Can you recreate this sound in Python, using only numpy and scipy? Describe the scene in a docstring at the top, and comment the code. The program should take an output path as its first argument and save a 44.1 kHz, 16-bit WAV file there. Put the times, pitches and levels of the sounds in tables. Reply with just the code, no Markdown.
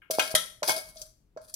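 """In a small kitchen, a spoon scrapes thick paste out of a hand-held steel bowl over a steel pot.
Each of three strokes starts with a dull knock through the paste. A moment later metal meets metal
with a clang, then the spoon's edge grips and slips along the wall, making a rasp.
Once the bowl bangs on the pot, which rings and thumps the table.
The near walls add a short echo, over a faint hiss and a low rumble."""
import sys
import numpy as np
from scipy import signal
from scipy.fft import rfft, irfft
from scipy.io import wavfile
from scipy.ndimage import uniform_filter1d

SR = 44100
rng = np.random.default_rng(int(sys.argv[2]) if len(sys.argv) > 2 else 0)


def to_wav(s):
    """Save 16-bit WAV."""
    ch = np.atleast_2d(s).T  # columns
    pcm = np.round(np.clip(ch, -1, 1) * 32767)  # PCM
    wavfile.write(sys.argv[1], SR, pcm.astype(np.int16))


N = 68355
T = np.arange(N) / SR
FREQS = np.maximum(np.fft.rfftfreq(N, 1 / SR), 10)
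SIDES = np.array([[1], [-1]])  # left, right
TOP_HZ, RING_PAN_DB = 15800, 9  # highest pitch; how much louder lingering metal is on the left
ATTACK_S, KNOCK_RISE_S = 0.0018, 0.00028
WAVER_PER_S, WAVER_DEPTH = 45, .4  # the moving bowl makes its tones flutter

# the bowl's clear tones: f/Hz, level struck on the wall/dB, level struck on the rim/dB, t60/s
# (t60 is the time a sound takes to fade by 60 dB)
BOWL_TONES = [(516, -8, -16, .15), (743, -1, 1, .15), (868, -2, 2, .16), (1031, -1, 0, .18),
              (1345, -4, -3, .2), (1620, -13, -10, .35), (2202, -2, 0, .4), (2470, 0, -20, .2),
              (2838, 0, -30, .22), (3130, -2, -7, .24), (3275, -1, -16, .16), (3420, -16, -6, .18),
              (3838, 0, -12, .21)]
# the bowl's low note, two close tones that beat against each other: f/Hz, level/dB, t60/s
LOW_NOTE = [(632, 0, .3), (652, -4, .15)]
# how each pitch leans to one side: f/Hz, left minus right/dB
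BALANCE = [(250, 0.5), (650, 2.5), (1500, -1), (3000, 7), (6000, 4), (9000, 2), (12000, -5), (16000, 4.5)]


def rasp(bowl):
    """The spoon's edge grips and slips, shaking the steel; firm pressure makes it fuller and sing."""
    # how hard the spoon scrapes, one list a stroke: t/s, level/dB
    strokes = [
        [(.112, -28), (.15, -37.5), (.17, -46), (.181, -34.5), (.212, -43), (.238, -33.5), (.285, -41.5),
         (.32, -38.5), (.343, -85)],
        [(.632, -49.5), (.668, -39.5), (.686, -21.5), (.722, -36.5), (.77, -32), (.79, -44), (.93, -57.5),
         (.975, -55.5), (1.06, -54), (1.12, -76.5)],
        [(1.412, -57), (1.445, -60), (1.55, -57)],
    ]
    # the rasp's colour under a light touch: f/Hz, level/dB
    light_colour = [(300, -32.5), (650, -32.5), (1200, -9), (2800, -23), (4200, -4), (6000, -11.5),
                    (7600, -6.5), (10500, 6), (13500, -8)]
    # what firm pressure adds: f/Hz, level/dB
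    firm_colour = [(450, -13), (1000, -17), (2000, -25.5), (3300, -16), (6000, -9), (16000, -32)]
    grips_per_s, scatter_db = 1100, 5
    judder_per_s, judder_db, firm_db = 79, 4, -41
    effort = sum(amp(np.interp(T, *np.array(stroke).T, left=-150, right=-150)) for stroke in strokes)
    firmness = np.minimum(effort / amp(firm_db), 1) ** 1.7
    catches = rng.random(N) < grips_per_s / SR
    grips = catches * amp(scatter_db * rng.standard_normal(N)) * rng.choice([-1, 1], N)
    grips = grips * amp(judder_db * wander(judder_per_s))
    force = (effort * grips / grips.std())[None]
    tick = unit_energy(noise() * fade(0.006))  # each grip gives a tick and a short ring
    short_ring = amp(-1.5) * unit_energy(bowl() * fade(0.052))
    shaken = through(force, unit_energy(tick + short_ring))
    rim_tones = [(hz, db, t60) for hz, _, db, t60 in BOWL_TONES]
    rim = through(force * firmness, unit_energy(ring(rim_tones)))
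    flutter = 1 + WAVER_DEPTH * wander(WAVER_PER_S)
    low_note = effort * flutter * np.sin(2 * np.pi * LOW_NOTE[0][0] * T + wander(WAVER_PER_S))
    scrape = colour(shaken, light_colour) + colour(shaken * firmness, firm_colour)
    return scrape + amp(-12.5) * rim + amp(-6) * low_note


def clangs(bowl):
    """The spoon hits bare steel; each spot has its own colour."""
    # spoon hits: t/s, five band levels/dB, lingering ring/dB, clear tones/dB, place (0 wall, 1 rim)
    hits = [(0.0175, -83, -49.5, -54, -115, -69, -8.5, -77, 0),
            (0.1074, -37.5, -42, -34, -25, -19.5, -28, -66, 0),
            (.194, -31.5, -16, -19, -21, -22, -19.5, -31.5, 0),
            (0.6293, -34.5, -23, -33, -24, -34, -21, -70, 0.18),
            (.6925, -27, -19.5, -47, -20.5, -21, -25.5, -31, 0.54),
            (.968, -76.5, -93, -57, -36.5, -57, -17, -80.5, 1),
            (1.0158, -78.5, -64, -50.5, -31.5, -36, -30.5, -87.5, 0.42),
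            (1.372, -54, -37.5, -70, -47.5, -65.5, -19, -80, 0.62),
            (1.5395, -61, -114, -51.5, -30, -27.5, -23.5, -90, 1)]
    # where those five bands lie: f/Hz
    band_hz = [700, 1400, 3000, 5000, 11000]
    out = 0
    for start, *bands, tail_db, tones_db, place in hits:
        points = [(200, bands[0] - 1.5), *zip(band_hz, bands), (TOP_HZ, bands[-1] - 6)]
        tones = [(hz, np.interp(place, [0, 1], [wall, rim]), t60) for hz, wall, rim, t60 in BOWL_TONES]
        out = out + delay(clash(bowl, points, tail_db) + amp(tones_db) * ring(tones), start)
    return out


def knocks():
    """Blows bend the bowl's wall to and fro and wake its low note. Most are softened by the paste; the one just
    after the bang comes from the bowl hitting the pot."""
    # dull knocks: t/s, level/dB, f/Hz, t60/s, low note level/dB
    blows = [(.1004, -21.5, 535, 0.031, -28.5), (.1855, -3, 656, 0.0071, -29), (.306, -50, 607, 0.093, -37),
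             (.3418, -17, 603, 0.013, -41), (.3497, -21, 618.4, 0.14, -44),
             (.6225, -25.5, 607, 0.11, -37.5), (.685, -15, 706, 0.018, -27.5), (.765, -44, 608, 0.12, -34),
             (.958, -54, 660, 0.25, -47), (1.014, -45, 605, 0.092, -70), (1.364, -32.5, 503, 0.04, -46),
             (1.372, -34, 617, 0.098, -47)]
    low_note = ring(LOW_NOTE) * rise(0.01)
    t = np.maximum(T - 0.00025 * (1 + SIDES) / 2, 0)  # the left ear hears it slightly later
    out = 0
    for start, db, hz, t60, note_db in blows:
        bend = np.sin(2 * np.pi * hz * t) * fade(t60, t) * rise(KNOCK_RISE_S, t)
        out = out - delay(amp(db) * bend + amp(note_db) * low_note, start)
    return signal.sosfilt(signal.butter(2, 210, "high", fs=SR, output="sos"), out)


def bang():
    """The bowl hits the pot, which rings and thumps the table."""
    # the colour of the crash: f/Hz, level/dB
    crash_colour = [(250, -45), (1400, -22.5), (7600, -14), (10500, -7), (15000, -24)]
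    crash = clash(thin_steel(), crash_colour, tail_db=-27) + pot()
    table = thump(hz=127, db=-28, t60=0.022) + thump(hz=187, db=-45, t60=0.29)
    return delay(crash, start=.35) + delay(table, start=.3415)


def pot(count=7):
    """The struck pot rings in groups of close tones that beat against each other."""
    # groups of tones: middle f/Hz, half-width/Hz, level/dB
    groups = [(1312, 57, -28), (1527, 51, -38), (1923, 160, -27), (3197, 90, -26), (3430, 70, -27.5),
              (3843, 120, -28.5), (4520, 77, -38.5), (4800, 64, -37.5), (5780, 340, -29.5),
              (6710, 110, -38), (9060, 450, -29.5), (10060, 200, -31.5), (10650, 110, -33),
              (11480, 170, -33)]
    out = 0
    for middle, width, db in groups:
        hz = middle + width * (2 * (np.arange(count) + rng.random(count)) / count - 1)
        angle = 2 * np.pi * hz[:, None] * T
        phase = 2 * np.pi * rng.random(count) + SIDES * rng.uniform(-1.1, 1, count)  # ears out of step
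        waves = np.cos(phase) @ np.sin(angle) + np.sin(phase) @ np.cos(angle)
        out = out + amp(db + SIDES * level_at(middle, BALANCE) / 2) * waves * np.sqrt(2 / count)
    tail = amp(-12 + SIDES * RING_PAN_DB / 2) * fade(0.33)
    return out * rise(ATTACK_S) * (fade(0.098) + tail)  # most dies at once, a little rings on


def thump(hz, db, t60):
    """One low, fading tone of the bumped table, a little to the left."""
    return amp(db + SIDES * 1.9) * np.sin(2 * np.pi * hz * T) * fade(t60)


def clash(metal, points, tail_db):
    """Metal on metal: a sharp crack, then the steel rings on."""
    crack = metal() * fade(0.041, np.maximum(T - 0.00054, 0))
    tail = metal() * fade(0.33) * amp(tail_db + SIDES * RING_PAN_DB / 2)
    return colour((crack + tail) * rise(ATTACK_S), points)


def ring(tones):
    """The bowl's tones flutter and fade; higher ones reach the ears out of step and lean left."""
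    out = 0
    for hz, db, t60 in tones:
        spread = min((hz / 1240) ** 2, 1)
        phase = 2 * np.pi * hz * T + spread * (rng.uniform(-np.pi, np.pi) + SIDES * rng.uniform(-1.3, 1))
        flutter = 1 + WAVER_DEPTH * wander(WAVER_PER_S)
        wave = flutter * np.sin(phase + WAVER_DEPTH * wander(WAVER_PER_S))
        out = out + amp(db + SIDES * spread * 3.5) * fade(t60) * wave
    return out * rise(KNOCK_RISE_S)


def thin_steel(count=320, group=4, width_hz=75):
    """Thin steel shakes with many tones at once; returns a function that sounds them afresh."""
    hz = TOP_HZ * (np.arange(count) + 1 + rng.random(count)) / count
    low = hz < 4200  # low tones are strongest near the bowl's clear ones, high ones vary in groups
    near = np.max([np.exp(-((hz - tone[0]) / width_hz) ** 2) for tone in BOWL_TONES], axis=0) + amp(-7)
    uneven = amp(7 * np.repeat(rng.uniform(-1.1, 1, count // group), group))
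    parts = [part / np.sqrt(np.mean(part ** 2)) for part in (near[low], uneven[~low])]
    spectrum = np.zeros(len(FREQS))
    spectrum[(hz * N / SR).astype(int)] = np.concatenate(parts)

    def shake():
        x = irfft(spectrum * np.exp(2j * np.pi * rng.random((2, len(FREQS)))), N)
        return x / x.std()
    return shake


def wall_echo(sound):
    """The near walls throw the sound back as a short echo."""
    reflections = delay(noise() * fade(t60=0.4), start=0.0032)
    return amp(-11) * through(sound, unit_energy(reflections))


def kitchen():
    """Faint hiss and a low rumble that comes and goes."""
    # the colour of the hiss: f/Hz, level/dB
    hiss_colour = [(300, -75.5), (700, -87.5), (8000, -93), (16000, -89.5)]
    # the colour of the rumble: f/Hz, level/dB
    rumble_colour = [(20, -78.5), (47, -68), (70, -77), (120, -69.5), (1000, -105)]
    # how the rumble swells: t/s, level/dB
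    rumble_swell = [(.1, -3), (.78, 1), (.9, 7), (1.06, 4), (1.12, 0)]
    swell = amp(np.interp(T, *np.array(rumble_swell).T) + SIDES * 2)
    return colour(noise(), hiss_colour) + colour(rng.standard_normal((1, N)), rumble_colour) * swell


def colour(x, points):
    """Set how strong each octave of a white sound is (its colour), leaning left or right by pitch."""
    db = level_at(FREQS, points, fall_db=11.5) + SIDES * level_at(FREQS, BALANCE) / 2
    gain = amp(db) * np.sqrt(SR / 2 / FREQS / np.log(2))
    cepstrum = irfft(np.log(gain), N)
    cepstrum[:, 1:] *= 2 * (np.arange(1, N) < N // 2)  # keeps the filter from ringing before a hit
    response = irfft(np.exp(rfft(cepstrum)), N)
    return through(x, response[:, :SR // 20])


def level_at(hz, points, fall_db=0):
    """Read a level between (f/Hz, level/dB) points, losing fall_db per octave below the first."""
    f, db = np.array(points).T
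    return np.interp(np.log(hz), np.log(f), db) - fall_db * np.maximum(np.log2(f[0] / hz), 0)


def amp(db):
    """Turn decibels into a multiplier."""
    return 10 ** (np.asarray(db) / 20)


def rise(seconds, t=T):
    """Climb smoothly from 0 towards 1."""
    return 1 - np.exp(-t / seconds)


def fade(t60, t=T):
    """Die away by 60 dB every t60 seconds."""
    return np.exp(-np.log(1000) * t / t60)


def delay(x, start):
    """Begin a sound at start seconds."""
    return np.pad(x, ((0, 0), (max(int(start * SR), 0), 0)))[:, :N]


def through(x, response):
    """Play a sound through something, given how that thing answers one click."""
    return signal.fftconvolve(x, response, axes=-1)[:, :N]


def unit_energy(x):
    """Scale a stereo sound to an average energy of 1 per side."""
    return x / np.sqrt(np.sum(x ** 2) / 2)


def noise():
    """White noise, partly shared by left and right."""
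    return (rng.standard_normal((2, N)) + rng.standard_normal(N) / 2) / np.sqrt(1 + .5 ** 2)


def wander(per_s):
    """Smooth random motion with a spread near 1."""
    steps = rng.standard_normal(512)[(T * per_s).astype(int) % 512]
    return 1.2 * uniform_filter1d(steps, int(SR / per_s))


def scene():
    """Spoon, bowl and pot, with their echo and the kitchen behind them."""
    bowl = thin_steel()
    direct = knocks() + clangs(bowl) + bang() + rasp(bowl)
    return direct + wall_echo(direct) + kitchen()


def record(dry):
    """Round off the loudest peaks and cut the highest treble."""
    ceiling = 0.44
    rounded = ceiling * np.tanh(dry / ceiling)
    return signal.sosfilt(signal.ellip(10, .2, 80, TOP_HZ, fs=SR, output="sos"), rounded)


dry = scene()
out = record(dry)
to_wav(out)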